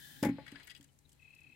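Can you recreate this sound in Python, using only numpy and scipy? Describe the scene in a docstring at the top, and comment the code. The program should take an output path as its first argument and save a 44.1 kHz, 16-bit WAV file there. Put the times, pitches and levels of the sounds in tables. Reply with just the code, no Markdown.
"""A clear filling tube is worked in the neck of a car's plastic coolant tank, in a quiet garage.
Air hisses out of the tube; from 0.23 s the tube knocks and rattles on the tank, ringing its walls.
From 0.45 s the wet tube ticks and crackles and bubbles pop, over a soft rush of air drawn in.
From 1.19 s, as the coolant climbs the tube, a thin whistle flutters through a wet gap.
Faint rubbing, room noise and a low hum lie under it all."""
import sys
import numpy as np
from scipy import signal
from scipy.fft import rfft, irfft
from scipy.io import wavfile

SR = 44100
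rng = np.random.default_rng(int(sys.argv[2]) if len(sys.argv) > 2 else 0)


def digitize_waveform(pressure):
    """Quantize a signal to 16-bit integers and store it at the path in sys.argv[1].

    Rows of a 2-D input are taken as channels; values are limited to [-1, 1].
    """
    field = np.atleast_2d(pressure).T
    bounded = np.clip(field, -1, 1)
    quanta = np.round(bounded * 32767).astype(np.int16)
    wavfile.write(sys.argv[1], SR, quanta)


N = 68355
TIME = np.arange(N) / SR
BINS_HZ = np.maximum(np.arange(N // 2 + 1) * SR / N, 1)
TICK_ATTACK_S = 0.0015
TUBE_PAN_DB, SPIT_PAN_DB = 12.5, 3.5

# air drawn through the tube: t/s, level/dB
RUSH_LEVEL = [(.22, -71), (.30, -64.5), (.62, -62), (.76, -71.5), (.97, -87), (1.17, -78.5), (1.27, -78),
              (1.55, -77.5)]
# leftward lean of hiss and room noise: f/Hz, left minus right/dB
LEAN = [(60, 11.5), (150, 12), (700, -3), (2400, 13.5), (5000, 1.5), (8500, 5), (15000, -4)]


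def knocks():
    """Each contact of tube and tank gives a thud, a wall ring, a clack and a short crack."""
    # contacts: t/s, thud/dB, wall ring/dB, clack/dB, crack/dB
    contacts = [(0.227, -22.5, -56, -44, -35), (0.2335, -38, -33.5, -33, -42.5),
                (0.2476, -33, -47, -41, -37), (0.2535, -22, -36.5, -35, -64),
                (0.2666, -21.5, -60, -46, -52), (0.287, -29, -45, -44, -56), (0.2950, -26, -62, -52, -64),
                (0.3844, -42, -48, -55, -83), (0.5235, -43, -68, -64, -92), (0.7990, -53, -76, -74, -75)]
    # clack spectrum: f/Hz, density/dB
    clack_colour = [(100, -34), (700, -20), (1000, -10), (1300, -13), (1850, 1.5), (2250, -2.5),
                    (2600, -14), (5000, -36)]
    # crack spectrum: f/Hz, density/dB
    crack_colour = [(1500, -6.5), (3200, 11), (4300, -1), (5000, 11), (5900, 1.5), (6700, 9.5), (9000, 2),
                    (10800, 6.5), (12000, -4), (16000, -3)]
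    attack_s, crack_ring_hz, crack_width_hz = 0.0019, 12810, 110
    times_s, thud_db, wall_db, clack_db, crack_db = np.transpose(contacts)
    body = pan(0.8) * tank_thud(times_s, thud_db) + pan(5.5) * wall_ring(times_s, wall_db)
    clack = bursts(times_s, clack_db - 3, attack_s, t60_s=0.11) * broad_noise(clack_colour)
    bright = broad_noise(crack_colour)
    bright += from_db(-7.5) * resonant_noise([(crack_ring_hz, crack_width_hz, 0)])
    crack = bursts(times_s, crack_db, attack_s, t60_s=0.053) * bright
    return body + (pan(9) * clack + pan(4) * crack) * grain()


def tank_thud(times_s, levels_db):
    """Soft pushes ring the tank's low modes; the plastic starts a little sharp, then sags."""
    # tank modes: f/Hz, level/dB, t60/s
    modes = [(60.7, -18, 0.32), (125.1, -11, 0.24), (173.6, -15.5, 0.33), (199, -27, 0.37),
             (222, -2.5, 0.067), (241.2, -4, 0.15), (276.8, 4.5, 0.21), (329, -14.5, 0.42)]
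    contact_s, sag_share, sag_s, low_cut_hz = 0.0023, 0.024, 0.076, 144.5
    force = np.zeros(N)
    for start_s, db in zip(times_s, levels_db):
        age_s = np.maximum(TIME - start_s, 0)
        push = age_s * np.exp(-2 * age_s / contact_s)
        force += 2 * from_db(db) * push / push.sum()
    clock_s = TIME + sag_share * (sag_s * (1 - np.exp(-TIME / sag_s)) - TIME / 2)
    thud = signal.fftconvolve(force, ring(modes, TIME, clock_s))[:N]
    return butterworth(thud, low_cut_hz, "high")


def wall_ring(times_s, levels_db):
    """Contacts ring the walls; the leaning tube flattens and damps their modes."""
    # wall and neck modes: f/Hz, level/dB, t60/s
    modes = [(546, 5, 0.075), (598, -4, .11), (672, -10, 0.13), (850, -.5, 0.135), (1120, -13, 0.14),
             (1490, -5.5, 0.054), (1756, -7.5, 0.074), (1939, -12, 0.084)]
    # pressure of the tube on the neck: t/s, share/1
    press_curve = [(.24, 0), (.29, .95), (.36, .95), (.38, 0)]
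    flattening, damping, high_cut_hz = 0.042, 0.4, 1470
    press = np.interp(TIME, *np.transpose(press_curve))
    out = np.zeros(N)
    for start, db in zip((times_s * SR).astype(int), levels_db):
        span = slice(start, start + SR // 2)
        clock_s = np.cumsum(1 - flattening * press[span]) / SR
        age_s = np.cumsum(1 + damping * press[span]) / SR
        out[span] += from_db(db) * ring(modes, age_s, clock_s)
    return butterworth(out, high_cut_hz, "low")


def ticks():
    """Each wet tick is a bright spit that rings briefly in the tube."""
    # wet ticks: t/s, low ring/dB, high ring/dB, spit/dB
    events = [(0.4637, -46, -52.5, -57.5), (0.478, -45.5, -47.5, -55), (0.5168, -52, -53, -53),
              (0.5552, -46.5, -48, -68), (0.598, -48.5, -57, -59), (0.63, -78, -54.5, -55),
              (0.6705, -53.5, -59, -49), (0.675, -48.5, -55, -49), (0.697, -53.5, -46, -54.5),
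              (0.704, -53.5, -44, -49), (0.7126, -56, -49, -49), (0.7489, -61, -47, -53.5),
              (0.762, -63, -50.5, -56), (0.7758, -66, -62, -57), (0.8090, -65, -62, -52),
              (0.827, -71, -66, -54.5), (0.8413, -67.5, -60.5, -53.5), (0.987, -86.5, -96, -59),
              (1.092, -83, -73, -56.5), (1.1173, -95, -73, -55), (1.1283, -93, -73, -58)]
    # lower air resonances of the tube: f/Hz, width/Hz, level/dB
    low_modes = [(1665, 410, 3.5), (1948, 44, 1.5), (2211, 41, -1.5)]
    # upper air resonances of the tube: f/Hz, width/Hz, level/dB
    high_modes = [(2590, 170, -4.5), (2882, 27, 0), (3276, 360, 4.5), (3910, 360, -10), (4830, 280, -1.5)]
    times_s, low_db, high_db, spit_db = np.transpose(events)
    low = bursts(times_s, low_db - 4.5, TICK_ATTACK_S, t60_s=0.089) * resonant_noise(low_modes)
    high = bursts(times_s, high_db - 1, TICK_ATTACK_S, t60_s=0.05) * resonant_noise(high_modes)
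    return pan(TUBE_PAN_DB) * (low + high) + pan(SPIT_PAN_DB) * spits(times_s, spit_db)


def spits(times_s, levels_db):
    """Grainy treble bursts, each with its own random colour."""
    # mean spit spectrum: f/Hz, density/dB
    colour = [(3000, -12), (5500, -5.5), (7800, 0.5), (9400, -6), (11500, -5.5), (16000, -17)]
    spectrum = from_db(at_hz(colour))
    centres_hz = np.geomspace(3000, 15000, num=9)
    width_octaves = np.log2(centres_hz[1] / centres_hz[0]) / 1.5
    out = 0
    for hz in centres_hz:
        band = np.exp(-(np.log2(BINS_HZ / hz) / width_octaves) ** 2) * spectrum
        share = np.sqrt(np.sum(band ** 2) / np.sum(spectrum ** 2))
        band_db = levels_db + rng.uniform(-4, 4, len(times_s))
        out += share * bursts(times_s, band_db, TICK_ATTACK_S, t60_s=0.027) * stereo_noise(band)
    return out * grain()


def pops():
    """Larger bubbles burst, each ringing on one pitch in the tube."""
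    # bubbles: t/s, f/Hz, level/dB
    bubbles = [(.549, 1530, -53.5), (.558, 1709, -45), (.598, 1974, -54.5), (.712, 1960, -53),
               (.8895, 3010, -68)]
    t60_s = 0.059
    out = 0
    for start_s, hz, db in bubbles:
        age_s = np.maximum(TIME - start_s, 0)
        out += from_db(db - 60 * age_s / t60_s) * np.sin(2 * np.pi * hz * age_s)
    return pan(TUBE_PAN_DB) * out


def hiss():
    """Air blown out through the tube's resonances."""
    # outflow: t/s, level/dB
    envelope = [(0, -56), (.05, -55), (.12, -56), (.22, -59), (.26, -55), (.31, -77), (.36, -130)]
    # hiss spectrum: f/Hz, density/dB
    colour = [(600, -12.5), (1100, -36), (2700, -10), (3600, 1.5), (5800, -2), (7400, -2.5), (12000, -2.5),
              (16000, 0)]
    # tube resonances: f/Hz, width/Hz, level/dB
    modes = [(1703, 220, 0.5), (1933, 19, -9), (3110, 70, -4), (3490, 94, -7), (3870, 68, -14)]
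    noise = broad_noise(colour, at_hz(LEAN)) + pan(11) * from_db(-5) * resonant_noise(modes)
    return level(envelope) * noise


def whistle():
    """Air whistles and rasps through an unevenly fluttering wet gap; pitch falls in each opening."""
    # rasp of the gap: f/Hz, width/Hz, level/dB
    rasp_modes = [(2130, 220, -2.5), (2530, 250, 1.5), (3170, 310, -9), (4110, 460, -7)]
    start_s, swell_s = 1.19, 0.016
    peak_s, period_s, depth_db, rough_db = 1.2007, 0.0273, 15, 1.3
    centre_hz, fall_hz, wobble_hz = 2563, 249, 22
    cycle = (TIME - peak_s) / period_s + 0.02 * drift(rate_hz=30)
    hz = centre_hz - fall_hz * ((cycle + 0.5) % 1 - 0.5) + wobble_hz * drift(rate_hz=150)
    swell = 1 - np.exp(-np.maximum(TIME - start_s, 0) / swell_s)
    opening_db = -depth_db * np.sin(np.pi * cycle) ** 2 + rough_db * drift(rate_hz=240)
    tone = from_db(opening_db) * np.sin(2 * np.pi * np.cumsum(hz) / SR)
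    rasp = from_db(-14 + 0.4 * opening_db) * resonant_noise(rasp_modes)
    return pan(9) * from_db(-56) * swell * (tone + rasp)


def rush():
    """Air drawn in through the tube, duller than the hiss."""
    # rush spectrum: f/Hz, density/dB
    colour = [(450, -3.5), (1200, -7.5), (2100, -1), (4400, -7.5), (5900, -33), (12000, -69)]
    # tube resonances: f/Hz, width/Hz, level/dB
    modes = [(2000, 280, -1), (3210, 190, -11), (4080, 130, 1), (4974, 85, -4.5)]
    noise = broad_noise(colour) + from_db(-7.5) * resonant_noise(modes)
    return pan(6.5) * level(RUSH_LEVEL) * noise


def rub():
    """The sliding tube scrapes over the wet rim and faintly stirs the tank."""
    # scrape on the rim: t/s, level/dB
    scrape_level = [(.42, -110), (.465, -75.5), (.72, -75.5), (.86, -115)]
    # scrape spectrum: f/Hz, density/dB
    scrape_colour = [(2500, -5), (5000, -0.5), (9000, 3.5), (14000, -30)]
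    # tank murmur: t/s, level/dB
    murmur_level = [(0, -69), (.13, -64), (.2, -59.5), (.42, -59.5), (.62, -80), (.75, -76.5), (1.3, -80.5),
                    (1.46, -68.5), (1.55, -77.5)]
    # tank resonances: f/Hz, width/Hz, level/dB
    murmur_modes = [(143.6, 23, -0.5), (260, 110, -5.5), (832, 64, -15.5)]
    scrape = level(scrape_level) * broad_noise(scrape_colour) * grain()
    murmur = level(murmur_level) * resonant_noise(murmur_modes)
    return pan(SPIT_PAN_DB) * scrape + pan(8) * murmur


def squeaks():
    """Air slips through a liquid film in a short falling tone."""
    # small bubbles: t/s, f/Hz, level/dB
    bubbles = [(0.647, 14400, -62), (1.057, 3870, -66.5)]
    half_width_s, fall_octaves_per_s, wobble_share = 0.0069, 10, 0.04
    out = 0
    for peak_s, hz, db in bubbles:
        glide_hz = hz * 2 ** (-fall_octaves_per_s * (TIME - peak_s))
        glide_hz *= 1 + wobble_share * drift(rate_hz=690)
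        envelope = from_db(db) * np.exp(-((TIME - peak_s) / half_width_s) ** 2)
        out += envelope * np.sin(2 * np.pi * np.cumsum(glide_hz) / SR)
    return pan(TUBE_PAN_DB) * out


def fizz():
    """Tiny drips and films burst at random, louder while the air rushes."""
    start_s, rate_per_s, spread_db = 0.45, 140, 6
    born = (rng.random(N) < rate_per_s / SR) & (TIME > start_s)
    levels_db = -74 + spread_db * rng.standard_normal(N)
    flow = rms_one(level(RUSH_LEVEL)) ** 0.26
    return pan(SPIT_PAN_DB) * flow * spits(TIME[born], levels_db[born])


def garage(sound):
    """Faint reverberation, room noise and a low hum."""
    # room noise spectrum: f/Hz, density/dB
    colour = [(20, -15), (80, 3), (140, -10), (190, -7), (270, -9), (450, -15), (2500, -31), (8000, -25.5),
              (16000, -31)]
    t60_s, low_hz, high_hz, hum_hz = 0.33, 150, 1900, 137.9
    tail = rng.standard_normal((2, N)) * from_db(-60 * TIME / t60_s)
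    tail = butterworth(tail / np.sqrt(np.sum(tail[0] ** 2)), [low_hz, high_hz], "band")
    reverb = from_db(-24) * signal.fftconvolve(sound, tail, axes=1)[:, :N]
    noise = from_db(-69.5) * broad_noise(colour, at_hz(LEAN))
    hum = pan(6.5) * from_db(-76) * rms_one(np.sin(2 * np.pi * hum_hz * TIME))
    return reverb + noise + hum


def from_db(db):
    """Decibels to gain."""
    return 10 ** (np.asarray(db) / 20)


def rms_one(x):
    """Scale to rms 1."""
    return x / np.sqrt(np.mean(x ** 2) + 1e-20)


def pan(db):
    """Stereo gains for left minus right in dB."""
    gains = from_db([[db / 2], [-db / 2]])
    return gains / gains.mean()


def level(curve):
    """Gain along a (t/s, level/dB) curve."""
    return from_db(np.interp(TIME, *np.transpose(curve)))


def at_hz(points):
    """A (f/Hz, value) table read at every bin, on a log axis."""
    hz, value = np.transpose(points)
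    return np.interp(np.log(BINS_HZ), np.log(hz), value)


def butterworth(x, hz, kind):
    """Filter with 12 dB/octave slopes."""
    return signal.sosfilt(signal.butter(2, hz, kind, fs=SR, output="sos"), x)


def stereo_noise(gain):
    """Noise with a gain per bin, less alike left and right in the treble; rms 1."""
    # left-right likeness: f/Hz, correlation/1
    likeness = [(30, 0.27), (300, 0.31), (4000, 0.096)]
    alike = at_hz(likeness)
    mid, side = rfft(rng.standard_normal((2, N)))
    spectrum = np.sqrt(1 + alike) * mid + np.sqrt(1 - alike) * side * [[1], [-1]]
    return rms_one(irfft(gain * spectrum, N))


def broad_noise(colour, lean_db=0):
    """Noise of a broad colour; positive lean is to the left."""
    return stereo_noise(from_db(at_hz(colour) + lean_db * np.array([[0.5], [-0.5]])))


def resonant_noise(modes):
    """Noise in steep-sided resonances."""
    return stereo_noise(sum(from_db(db) / np.sqrt(width_hz) / (1 + (2 * (BINS_HZ - hz) / width_hz) ** 2)
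                            for hz, width_hz, db in modes))


def drift(rate_hz):
    """Low-passed random wander, rms 1."""
    return rms_one(irfft(rfft(rng.standard_normal(N)) / (1 + (BINS_HZ / rate_hz) ** 2), N))


def grain(spread_db=2.5):
    """Fast uneven gain that makes noise crackle."""
    return rms_one(from_db(spread_db * drift(rate_hz=1200)))


def bursts(times_s, levels_db, attack_s, t60_s):
    """Envelope of fast-rising, decaying bursts, summed in power."""
    clicks = np.bincount((times_s * SR).astype(int), from_db(levels_db), N)[:N]
    shape = (1 - np.exp(-TIME / attack_s)) * from_db(-60 * TIME / t60_s)
    return np.sqrt(np.abs(signal.fftconvolve(clicks ** 2, shape ** 2)[:N]))


def ring(modes, age_s, clock_s):
    """Damped modes; age drives the decay, clock the phase."""
    return sum(from_db(db - 60 * age_s / t60_s) * np.cos(2 * np.pi * hz * clock_s)
               for hz, db, t60_s in modes)


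def scene():
    """Tube and tank, close by and a little to the left, in the garage."""
    near = knocks() + rub() + ticks() + pops() + squeaks() + fizz() + hiss() + rush() + whistle()
    return near + garage(near)


def record(dry):
    """Steep treble cut."""
    cutoff_hz = 15850
    return signal.sosfilt(signal.ellip(12, 0.1, 80, cutoff_hz, fs=SR, output="sos"), dry)


dry = scene()
out = record(dry)
digitize_waveform(out)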